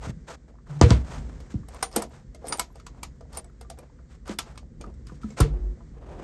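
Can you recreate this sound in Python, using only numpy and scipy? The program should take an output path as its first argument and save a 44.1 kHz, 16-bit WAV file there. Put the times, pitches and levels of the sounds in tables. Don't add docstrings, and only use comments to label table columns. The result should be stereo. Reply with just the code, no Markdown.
import sys
import numpy as np
from scipy import signal
from scipy.fft import rfft, irfft
from scipy.io import wavfile
from scipy.ndimage import uniform_filter1d

SR = 44100
rng = np.random.default_rng(int(sys.argv[2]) if len(sys.argv) > 2 else 0)


def dump(signal):
    limited = np.clip(np.atleast_2d(signal).T, -1, 1)
    pcm = np.round(limited * 32767).astype(np.int16)
    wavfile.write(sys.argv[1], SR, pcm)


N = 274963
t = np.arange(N) / SR
WIDE = np.array([[1], [-1]])
CHEST_PAN_DB, LATCH_PAN_DB = 2.0, 1.5
PORT_LAG = 11


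def undb(db):
    return 10 ** (np.asarray(db) / 20)


def unit(x):
    return x / np.sqrt(np.mean(x ** 2))


def peak_one(x):
    return x / np.abs(x).max()


def decay(seconds, t60):
    return np.exp(-np.log(1000) * seconds / t60)


def on_log(hz, table):
    table_hz, values = np.transpose(table)
    return np.interp(np.log(np.maximum(hz, 1)), np.log(table_hz), values)


def coloured(x, table):
    n = x.shape[-1]
    hz = np.arange(n // 2 + 1) * SR / n
    return irfft(rfft(x) * undb(on_log(hz, table)), n)


def walk(rate):
    hold = int(SR / rate)
    steps = np.repeat(rng.standard_normal(N // hold + 1), hold)
    return 0.76 * uniform_filter1d(uniform_filter1d(steps, hold), hold)[:N]


def burst(t60, size):
    return rng.standard_normal(size) * decay(np.arange(size) / SR, t60)


def ring(modes, size, scatter_db=0):
    hz, db, t60 = np.transpose(modes)[:, :, None]
    u = np.arange(size) / SR
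    partials = undb(db + scatter_db) * decay(u, t60) * np.sin(2 * np.pi * hz * u)
    return peak_one(np.sum(partials, axis=0))


def clatter(modes, t60, hard_hz):
    contact = signal.lfilter(*signal.butter(2, hard_hz, fs=SR), burst(t60, size=2048))
    return peak_one(signal.fftconvolve(modes, contact)[:len(modes)])


def add(out, s, y, db, pan_db):
    i = int(s * SR)
    fade = np.clip(np.linspace(3, 0, y.shape[-1]), 0, 1)
    y = (y * fade)[..., :N - i]
    out[:, i:i + y.shape[-1]] += y * undb(db + np.array([[pan_db], [-pan_db]]) / 2)


SWEEP_HZ, GLIDE_MS, CONTACT_HZ = (2.9, 540), (7.37, 2.38), (305, 980)
CRACK_RISE_S, BOOM_LAG_S = .0012, .0012
# hz, level_db, t60_s
CHEST_MODES = [(127.5, -21, 0.13), (210, -3.5, 0.069), (175.3, -5.5, 0.14), (169, -12, 0.084),
               (260.6, -15, 0.11), (270.8, -6.5, 0.11), (336, -8.5, 0.041), (385.5, -14.5, 0.023),
               (442, -8.5, 0.027), (454.5, -7.5, 0.075), (495, -8.5, 0.052), (600, -4, 0.021),
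               (670, -18, 0.038), (732, -9, 0.084), (993, -12, 0.056), (980, 1.5, 0.022),
               (1105, -1.5, 0.012), (1200, -21, .03), (1396, -23, 0.047), (1670, -24.5, .05),
               (2380, -19, .04), (2770, -34, .04)]
# walls_db, hardness (0-1), crack_db, rattle_db
BLOWS = [(0.067, -25.5, 75.4, 7.4, 0.06, -1, 0.06, -33, -40),
         (0.094, -20.5, 139, 0.69, 0.035, -14, 0, -39, -34),
         (0.163, -33.5, 160.5, 3.9, 0.1, -18, 0, -33, -49),
         (0.8126, -1, 102, 0.25, 0.069, -4.5, 1, -4.5, -15),
         (0.832, 0, 73, 3.4, 0.059, -22, 0.04, -31, -28.5),
         (0.852, -12.5, 111.8, 5.5, 0.16, -26, 0, -37.5, -31),
         (0.905, -5, 106.4, 4, 0.076, -9.5, 0.99, -4, -16.5),
         (.9105, -16, 297, 0.46, 0.016, 6.5, 1, -24, -15), (.922, -9.5, 63.6, 0.7, 0.32, -30, 0, -47, -51),
         (1.54, -22, 182.4, 8.5, 0.023, -13, .2, -24, -34),
         (1.553, -16, 61.8, 2.3, 0.028, -27, 0.1, -38, -49),
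         (1.967, -18, 219.6, 1.1, 0.058, -3, 1, -8.5, -34),
         (4.293, -25, 197.6, 1.1, 0.092, -10, 1, -10, -10.5),
         (5.118, -39, 150, 3.1, 0.035, 3, 0.25, -24, -41),
         (5.24, -25, 216, 4.9, 0.065, -2.5, 0, -32.5, -43),
         (5.4005, -15, 147, 0.38, 0.25, -8.5, 0.77, -9, -21),
         (5.4054, -6, 47, 18, 0.064, -2, 0.7, -30.5, -17)]


def blows(size=16384):
    out, u = np.zeros((2, N)), t[:size]
    walls = ring(CHEST_MODES, size)
    for s, db, boom_hz, rise_ms, t60, walls_db, hard, crack_db, rattle_db in BLOWS:
        sweep_hz, glide_ms, hard_hz = (np.interp(hard, (0, 1), r) for r in (SWEEP_HZ, GLIDE_MS, CONTACT_HZ))
        hz = boom_hz + sweep_hz * np.exp(-1000 * u / glide_ms)
        swell = (1 - np.exp(-1000 * u / rise_ms)) ** 2 * decay(u, t60)
        boom = -np.sin(2 * np.pi * np.cumsum(hz) / SR) * swell / swell.max()
        shaken = clatter(walls, 0.03, hard_hz) + 0.3 * WIDE * clatter(walls, 0.028, hard_hz)
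        add(out, s + BOOM_LAG_S, boom + undb(walls_db) * shaken, db, CHEST_PAN_DB)

        crack = coloured(burst(0.0066, size=8192),
                         [(700, -1), (2500, -9.5), (5800, 0), (8500, -15.5), (11000, -39.5)])
        rattle = coloured(burst(0.2, size=8192),
                          [(500, -12), (1500, -1), (4000, -9), (8500, -19.0), (11000, -40.5)])
        rise = np.clip(u[:len(crack)] / CRACK_RISE_S, 0, 1) ** 2
        add(out, s, peak_one(rise * crack), db + crack_db, CHEST_PAN_DB)
        add(out, s, rise * peak_one(rattle), db + rattle_db, CHEST_PAN_DB)
    return out


PLATE_DETUNE = 0.041
KNOCK_DETUNE = 0.044
REBOUND_DB, REBOUND_S = -19, .035
PING_DB = -10
# hz, level_db, t60_s
LATCH_MODES = [(2213, -13, 0.063), (2700, -28.5, 0.01), (3330, -17, 0.034), (4200, -31.5, .025),
               (5050, 5, 0.012), (5570, -8, 0.017), (6540, -8.5, 0.019), (7590, -26.5, 0.0086),
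               (8085, -3.5, 0.032), (8400, -16, 0.028)]
# hz, level_db, t60_s
PING_MODES = [(9600, -12.5, 0.048), (11000, -1, 0.0076)]
# hz, level_db, t60_s
WALL_MODES = [(468.7, 2, 0.13), (520, 2, 0.046), (680, 2, 0.041), (777, 0, 0.058), (930, -12.5, 0.038),
              (993.5, 4, 0.043), (1167, 7, 0.03), (1286, 4.5, 0.057), (1422, 0.5, 0.048)]
# start_s, level_db, knock_db (into the wall, relative), knock_hz (its centre), top_db (relative)
CLICKS = [(1.4024, -34.5, -4, 554, -9), (1.685, -33.5, -4, 690, 4), (1.745, -36.5, 9, 700, 0),
          (1.8268, -7, -5, 935, -1), (1.914, -37, -6, 751, -7.5), (1.9619, -7.5, -2.5, 690, 4.5),
          (2.021, -17.5, -3.5, 710, 2.5), (2.347, -31, -2, 681, -8), (2.442, -48, 22.5, 651, -5),
          (2.469, -35.5, -22, 748, 7), (2.4823, -25.5, -28, 673, 8), (2.524, -7.5, -9, 1020, -15),
          (2.572, -33, -21, 696, 7), (2.584, -29.5, 3, 700, 2), (2.595, -6, -8, 1060, 2),
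          (2.7561, -37, 0, 670, -3), (2.798, -35.5, -4, 1324, -13.5), (2.8654, -25.5, -7, 1008, -8),
          (2.975, -57, 11.5, 700, -22), (3.004, -64, 11, 800, -17), (3.031, -15, -10, 990, -4),
          (3.208, -42.5, 7, 670, -11), (3.3288, -37, -21, 694, -1), (3.3487, -39, -26, 746, -2),
          (3.371, -21.5, -2, 664, 6), (3.4435, -38, -3, 757, -11), (3.611, -30, -4, 682, -0.5),
          (3.648, -57, 16, 900, -24), (3.7, -24.5, -3.5, 660, 2), (3.7872, -37, 2.5, 668, 3),
          (4.277, -31, -0.5, 1300, -1), (4.3874, -8, -12.5, 1030, -0.5), (4.556, -46, 1, 1520, -11),
          (4.576, -26.5, -7, 977, -14), (4.811, -27.5, -18, 497, -9), (4.8399, -44.5, 13.5, 1080, -16),
          (4.94, -47, -10, 1400, -31), (5.0689, -30, -17.5, 1340, -11), (5.095, -52, 13, 1200, -17),
          (5.233, -38, 4.5, 1310, -11), (5.268, -54, -9, 1300, -12), (5.283, -51, -4, 1000, -12),
          (5.304, -35, -0.5, 496, -23), (5.322, -44, 1.5, 900, -19), (5.4038, -9, -10, 1300, 5.5),
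          (5.805, -60, 19.5, 900, -19.5)]


def latch(size=6144):
    steel, walls = np.zeros((2, 2, N))
    plate_count, wall_count = len(LATCH_MODES), len(WALL_MODES)
    scatter = rng.standard_normal((len(CLICKS), 2 * plate_count + 2 * wall_count, 1))
    rebounds = rng.random((len(CLICKS), 2, 4))
    rise = np.clip(t[:size] / 0.0045, 0, 1) ** 3
    ping = ring(PING_MODES, size)
    for (s, db, knock_db, knock_hz, top_db), chance, (when, strength) in zip(CLICKS, scatter, rebounds):
        plate_level, plate_pitch, wall_level, wall_pitch = np.split(
            chance, [plate_count, 2 * plate_count, 2 * plate_count + wall_count])
        edge = coloured(burst(0.026, size), [(5000, -25.0), (7500, -7.0), (9300, 7),
                                             (10000, -9), (11600, -0.5), (12400, -36.5)])
        noise = np.array([burst(0.034, size) + 0.25 * burst(0.13, size) for _ in range(2)])
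        crack = coloured(noise, [(900, -2.5), (2000, -1.0), (7000, -1.5), (9300, -24.5), (10000, -24.5)])
        plate = np.array(LATCH_MODES) * (1 + PLATE_DETUNE * plate_pitch * [1, 0, 0])
        plate = ring(plate, size, 3 * plate_level)
        shaken = np.array([clatter(plate, 0.01, 19000) for _ in range(2)])
        middle = 0.85 * peak_one(crack) + 0.9 * shaken
        top = undb(top_db) * (peak_one(edge) + undb(PING_DB) * ping)

        train = np.zeros((1, size))
        rebound_at = (SR * (.006 + REBOUND_S * when)).astype(int)
        train[0, rebound_at] = undb(REBOUND_DB - 24 * when - 6 * strength)
        train[0, 0] = 1
        click = signal.fftconvolve(rise * (middle + top), train, axes=1)[:, :size]
        add(steel, s - .003, click, db, LATCH_PAN_DB)

        near_db = -24 * np.abs(np.log2(np.array(WALL_MODES)[:, :1] / knock_hz))
        wall = np.array(WALL_MODES) * (1 + KNOCK_DETUNE * wall_pitch * [1, 0, 0])
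        wall = ring(wall, size, near_db + 2 * wall_level)
        knock = clatter(wall, 0.029, 3200) + 0.19 * WIDE * clatter(wall, 0.021, 3600)
        add(walls, s - .003, rise * knock, db + knock_db, LATCH_PAN_DB)
    steel[0] = np.roll(steel[0], PORT_LAG)
    return steel + signal.lfilter(*signal.butter(2, 350, "high", fs=SR), walls)


RING_HZ, RING_WAVER_HZ, RING_WAVER_DB = 9082, 40, 3.5
# start_s, level_db, t60_s, stopped_after_s
RINGS = [(1.8263, -25.5, 0.13, 0.11), (1.966, -31, 0.19, 0.038), (2.023, -49, .05, .02),
         (2.485, -26, .1, 0.043), (2.5235, -25, 0.14, 0.047), (2.595, -30, 0.042, .035),
         (3.37, -26, .08, 0.013), (3.383, -25, 0.054, 0.022), (3.444, -46, .05, 0.01)]


def loop(size=8192):
    out, u = np.zeros((2, N)), t[:size]
    hz = RING_HZ + RING_WAVER_HZ * walk(150)
    tone = np.sin(2 * np.pi * np.cumsum(hz) / SR) * undb(RING_WAVER_DB * walk(200))
    for s, db, t60, stop_s in RINGS:
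        touch = np.clip(np.minimum(u / .002, (stop_s - u) / 0.0046), 0, 1)
        add(out, s, touch * decay(u, t60), db, LATCH_PAN_DB)
    return np.array([np.roll(out[0] * tone, PORT_LAG), out[1] * tone])


# start_s, end_s, knocks_per_s, level_db,
# wall_db (knock into the wall, relative), spot_hz (pitch of the rubbed spot), spot_db (relative)
SCRAPES = [(1.906, 1.96, 1300, -43.5, -7, 700, 0), (2.443, 2.52, 1320, -41, -7, 750, 11),
           (3.32, 3.41, 1540, -46, -7, 700, 5), (4.25, 4.37, 900, -48, 0.5, 1300, 7),
           (4.805, 4.92, 190, -57.5, 5, 1110, 10), (5.072, 5.14, 440, -65, 8, 1300, 16),
           (5.257, 5.35, 240, -65, 10, 1400, 10), (.01, .1, 860, -60, 14, 1000, 8),
           (.28, .35, 800, -58, 18, 1750, 8), (.68, .78, 420, -67, 14, 1100, 8),
           (1.075, 1.213, 490, -52, 0, 1200, 8), (5.403, 5.452, 700, -41.5, 7, 900, 11.5)]


def scrapes(size=1024):
    steel, walls, spot = np.zeros((3, N))
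    luck = rng.random(N)
    strength_db = 3.0 * np.clip(rng.exponential(size=N), 0, 3) + 3.0 * walk(60)
    knocks = rng.standard_normal(N) * undb(strength_db)
    for start, end, per_s, db, wall_db, spot_hz, spot_db in SCRAPES:
        fade = np.clip(np.minimum(t - start, end - t) / 0.032, 0, 1)
        drag = fade * (luck < per_s / SR) * knocks * undb(db)
        steel += drag
        walls += drag * undb(wall_db)
        spot += undb(spot_db) * signal.lfilter(*signal.iirpeak(spot_hz, 6.0, fs=SR), drag)
    grit_colour = [(1200, -12), (2500, -4), (8500, 3), (9500, -16.5), (12000, -29.5)]
    grit = np.array([coloured(burst(.006, size), grit_colour) for _ in range(2)])
    damped = [1, 1, .3]
    plate = .6 * ring(np.array(LATCH_MODES) * damped, size) + grit
    wall = ring(np.array(WALL_MODES) * damped, size)
    scraped_steel = signal.fftconvolve(steel[None], plate, axes=1)[:, :N]
    return scraped_steel + signal.fftconvolve(walls, wall)[:N] + spot


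DULL_HZ, DULL_OCTAVE_DB = 880, 18
# hz, level_db (per Hz)
RUB_COLOUR = [(800, -22.5), (1300, -3), (1700, -4.5), (2500, -9), (4500, -11), (6500, -9.5), (8800, -13),
              (9600, -48), (11300, -23.5), (12300, -39)]
# start_s, end_s, fade_in_share (0-1), hiss_db, dull_db
SCUFFS = [(0, 0.122, 0.37, -49, -43.5), (0.268, 0.364, 0.42, -47.5, -43), (0.479, 0.522, 0.072, -72, -56),
          (0.657, 0.86, 0.37, -58.5, -50.5), (.86, 0.937, 1, -41.5, -39), (0.945, 1.044, 0.068, -54.5, -46),
          (1.038, 1.245, 0.42, -52, -44.5), (1.225, 1.562, 0.1, -64.5, -56.5),
          (1.499, 1.548, .2, -54.5, -58), (1.673, 1.856, 1, -56, -48.5), (1.92, 1.988, 1, -50.5, -41.5),
          (1.956, 2.074, 0.082, -52.5, -37.5), (2.094, 2.246, 0.29, -62, -55.5),
          (2.405, 2.574, 0.6, -60, -42), (2.514, 2.58, 0.65, -61, -46), (2.742, 2.838, 0.13, -66, -64),
          (2.874, 3.066, 1, -71, -59.5), (3.288, 3.411, 0.83, -58, -48), (3.772, 3.886, 0.085, -69, -52.5),
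          (4.087, 4.183, 0.37, -63.5, -64), (4.25, 4.352, 0.52, -51, -45.5), (4.42, 4.625, 0.25, -64, -54),
          (4.798, 4.926, 0.16, -77, -45), (5.046, 5.22, 0.22, -64, -76), (5.209, 5.386, 0.087, -59, -73),
          (5.364, 5.4, 1, -44.5, -39), (5.395, 5.764, 0.033, -77, -44.5), (5.907, 6.363, 1, -63, -42)]


def rubbing():
    grain_db = 3.0 * np.clip(rng.exponential(size=(4, N)), 0, 6)
    grains = rng.standard_normal((4, N)) * undb(grain_db)
    hiss_gain, dull = np.zeros(N), np.zeros((2, N))
    for start, end, share, db, dull_db in SCUFFS:
        dull_hz = DULL_HZ * 2 ** ((db - dull_db) / DULL_OCTAVE_DB)
        span = slice(max(int(start * SR), 0), int(end * SR))
        top = start + np.clip(share, .05, .95) * (end - start)
        shape = np.sin(np.pi / 2 * np.interp(t[span], [start, top, end], [0, 1, 0]))
        hiss_gain[span] += undb(db) * shape
        wall = signal.butter(1, [dull_hz / 2.41, dull_hz * 1.85], "band", fs=SR)
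        muffled = signal.lfilter(*wall, signal.lfilter(*wall, grains[2:, span]))
        dull[:, span] += undb(dull_db) * shape * unit(muffled)
    mid, side = (unit(coloured(g, RUB_COLOUR)) for g in grains[:2])
    hiss = hiss_gain * (mid + 0.99 * side * WIDE)
    uneven = undb(4.1 * np.clip(walk(110), -2, 2))
    return uneven * (hiss + dull[0] * undb([[.8], [-.8]]) + 0.4 * dull[1] * WIDE)


SHUDDER_ATTACK_S, SHUDDER_RELEASE_S = 0.037, 0.058
# start_s, end_s, first_hz, last_hz, level_db
SHUDDERS = [(0.687, 0.762, 165, 120, -29.5), (0.741, 0.83, 146, 146, -29.5), (.825, 0.897, 493, 463, -19.5),
            (5.43, 5.48, 475, 426, -25), (5.48, 5.6, 49.6, 49.4, -21.5), (5.589, 5.756, 50.6, 47.2, -23.5),
            (5.505, 5.771, 359, 361, -50)]


def shudders():
    out = np.zeros(N)
    for start, end, first_hz, last_hz, db in SHUDDERS:
        fade = np.clip(np.minimum((t - start) / SHUDDER_ATTACK_S, (end - t) / SHUDDER_RELEASE_S), 0, 1)
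        hz = np.interp(t, (start, end), (first_hz, last_hz)) * (t > start)
        out += fade * np.sqrt(2) * undb(db) * np.sin(2 * np.pi * np.cumsum(hz) / SR)
    return out * undb([[.6], [-.6]])


TICKS_PER_S, TICK_DB = 8, -54


def ticks(size=1024):
    out = np.zeros((2, N))
    rise = np.clip(t[:size] / 0.0028, 0, 1)
    for when, strength, pitch, side in rng.random((int(TICKS_PER_S * N / SR), 4)):
        hz = 550 * 2 ** (1.3 * pitch)
        creak = coloured(burst(.03, size), [(hz / 2, -25), (hz, 0), (hz * 2, -22), (5000, -60)])
        add(out, when * N / SR, rise * peak_one(creak), TICK_DB + 10 * strength, 6 * side - 2)
    return out


# hz, level_db (per Hz)
RUMBLE_COLOUR = [(12, -68.5), (20, -52), (34, 0), (54, 4), (68, 3.5), (87, -13.5), (145, -7.5),
                 (184, -17.5), (239, -13.5), (400, -32), (520, -26), (880, -120)]
# hz, level_db (per Hz)
HISS_COLOUR = [(200, -15), (350, 10.5), (800, -6), (2000, -5.5), (2600, -17.5), (7500, -13), (8800, -23),
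               (9500, -49)]
# time_s, hiss_db, rumble_db
AIR = [(0, -60.5, -38.5), (0.599, -67.5, -48.5), (1.202, -57, -34.5), (2.2, -64.5, -45.5),
       (3.499, -64.5, -44), (4.7, -66.5, -44.5), (5.3, -62, -42), (5.899, -62.5, -41.5), (6.23, -85, -41.5)]


def rumble():
    s, hiss_db, rumble_db = np.transpose(AIR)
    low, low_side = (unit(coloured(rng.standard_normal(N), RUMBLE_COLOUR)) for _ in range(2))
    hiss, hiss_side = (unit(coloured(rng.standard_normal(N), HISS_COLOUR)) for _ in range(2))
    swell = undb(np.interp(t, s, rumble_db) + 2.6 * walk(4.6))
    faint = undb(np.interp(t, s, hiss_db) + 0.88 * walk(58))
    low_noise = swell * (low * undb([[.7], [-.7]]) + .1 * low_side * WIDE)
    return low_noise + faint * (hiss + .5 * hiss_side * WIDE)


CABIN_DB = -12
# hz, t60_s
CABIN_T60 = [(100, 0.57), (400, 0.29), (900, 0.15), (2000, 0.02), (8000, 0.088)]


def cabin(dry, size=16384):
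    tail = np.zeros((2, size))
    for hz in 60 * 2. ** np.arange(8):
        band = [(hz / 2, -40), (hz / 1.7, -3), (hz, 0), (hz * 1.5, -3), (hz * 2, -40)]
        mid, side = (coloured(burst(on_log(hz, CABIN_T60), size), band) for _ in range(2))
        tail += min(hz / 400, 1) * (mid + min(hz / 1200, 1) * side * WIDE)
    tail *= 1 - np.exp(-np.arange(size) / SR / 0.003)
    tail *= np.clip(np.linspace(3, 0, size), 0, 1)
    tail /= np.sqrt(np.sum(tail ** 2) / 2)
    return undb(CABIN_DB) * signal.fftconvolve(dry.mean(axis=0)[None], tail, axes=1)[:, :N]


def scene():
    hits = blows() + latch() + scrapes() + ticks()
    return hits + cabin(hits) + loop() + rubbing() + shudders() + rumble()


BASS_CUT_HZ, TOP_HZ = 44, 12600


def record(dry):
    bass_cut = signal.butter(2, BASS_CUT_HZ, "high", fs=SR, output="sos")
    top_cut = signal.ellip(8, .2, 60, TOP_HZ, fs=SR, output="sos")
    thin = signal.sosfilt(bass_cut, dry)
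    return signal.sosfilt(top_cut, np.clip(thin, -1, 1))


dry = scene()
out = record(dry)
dump(out)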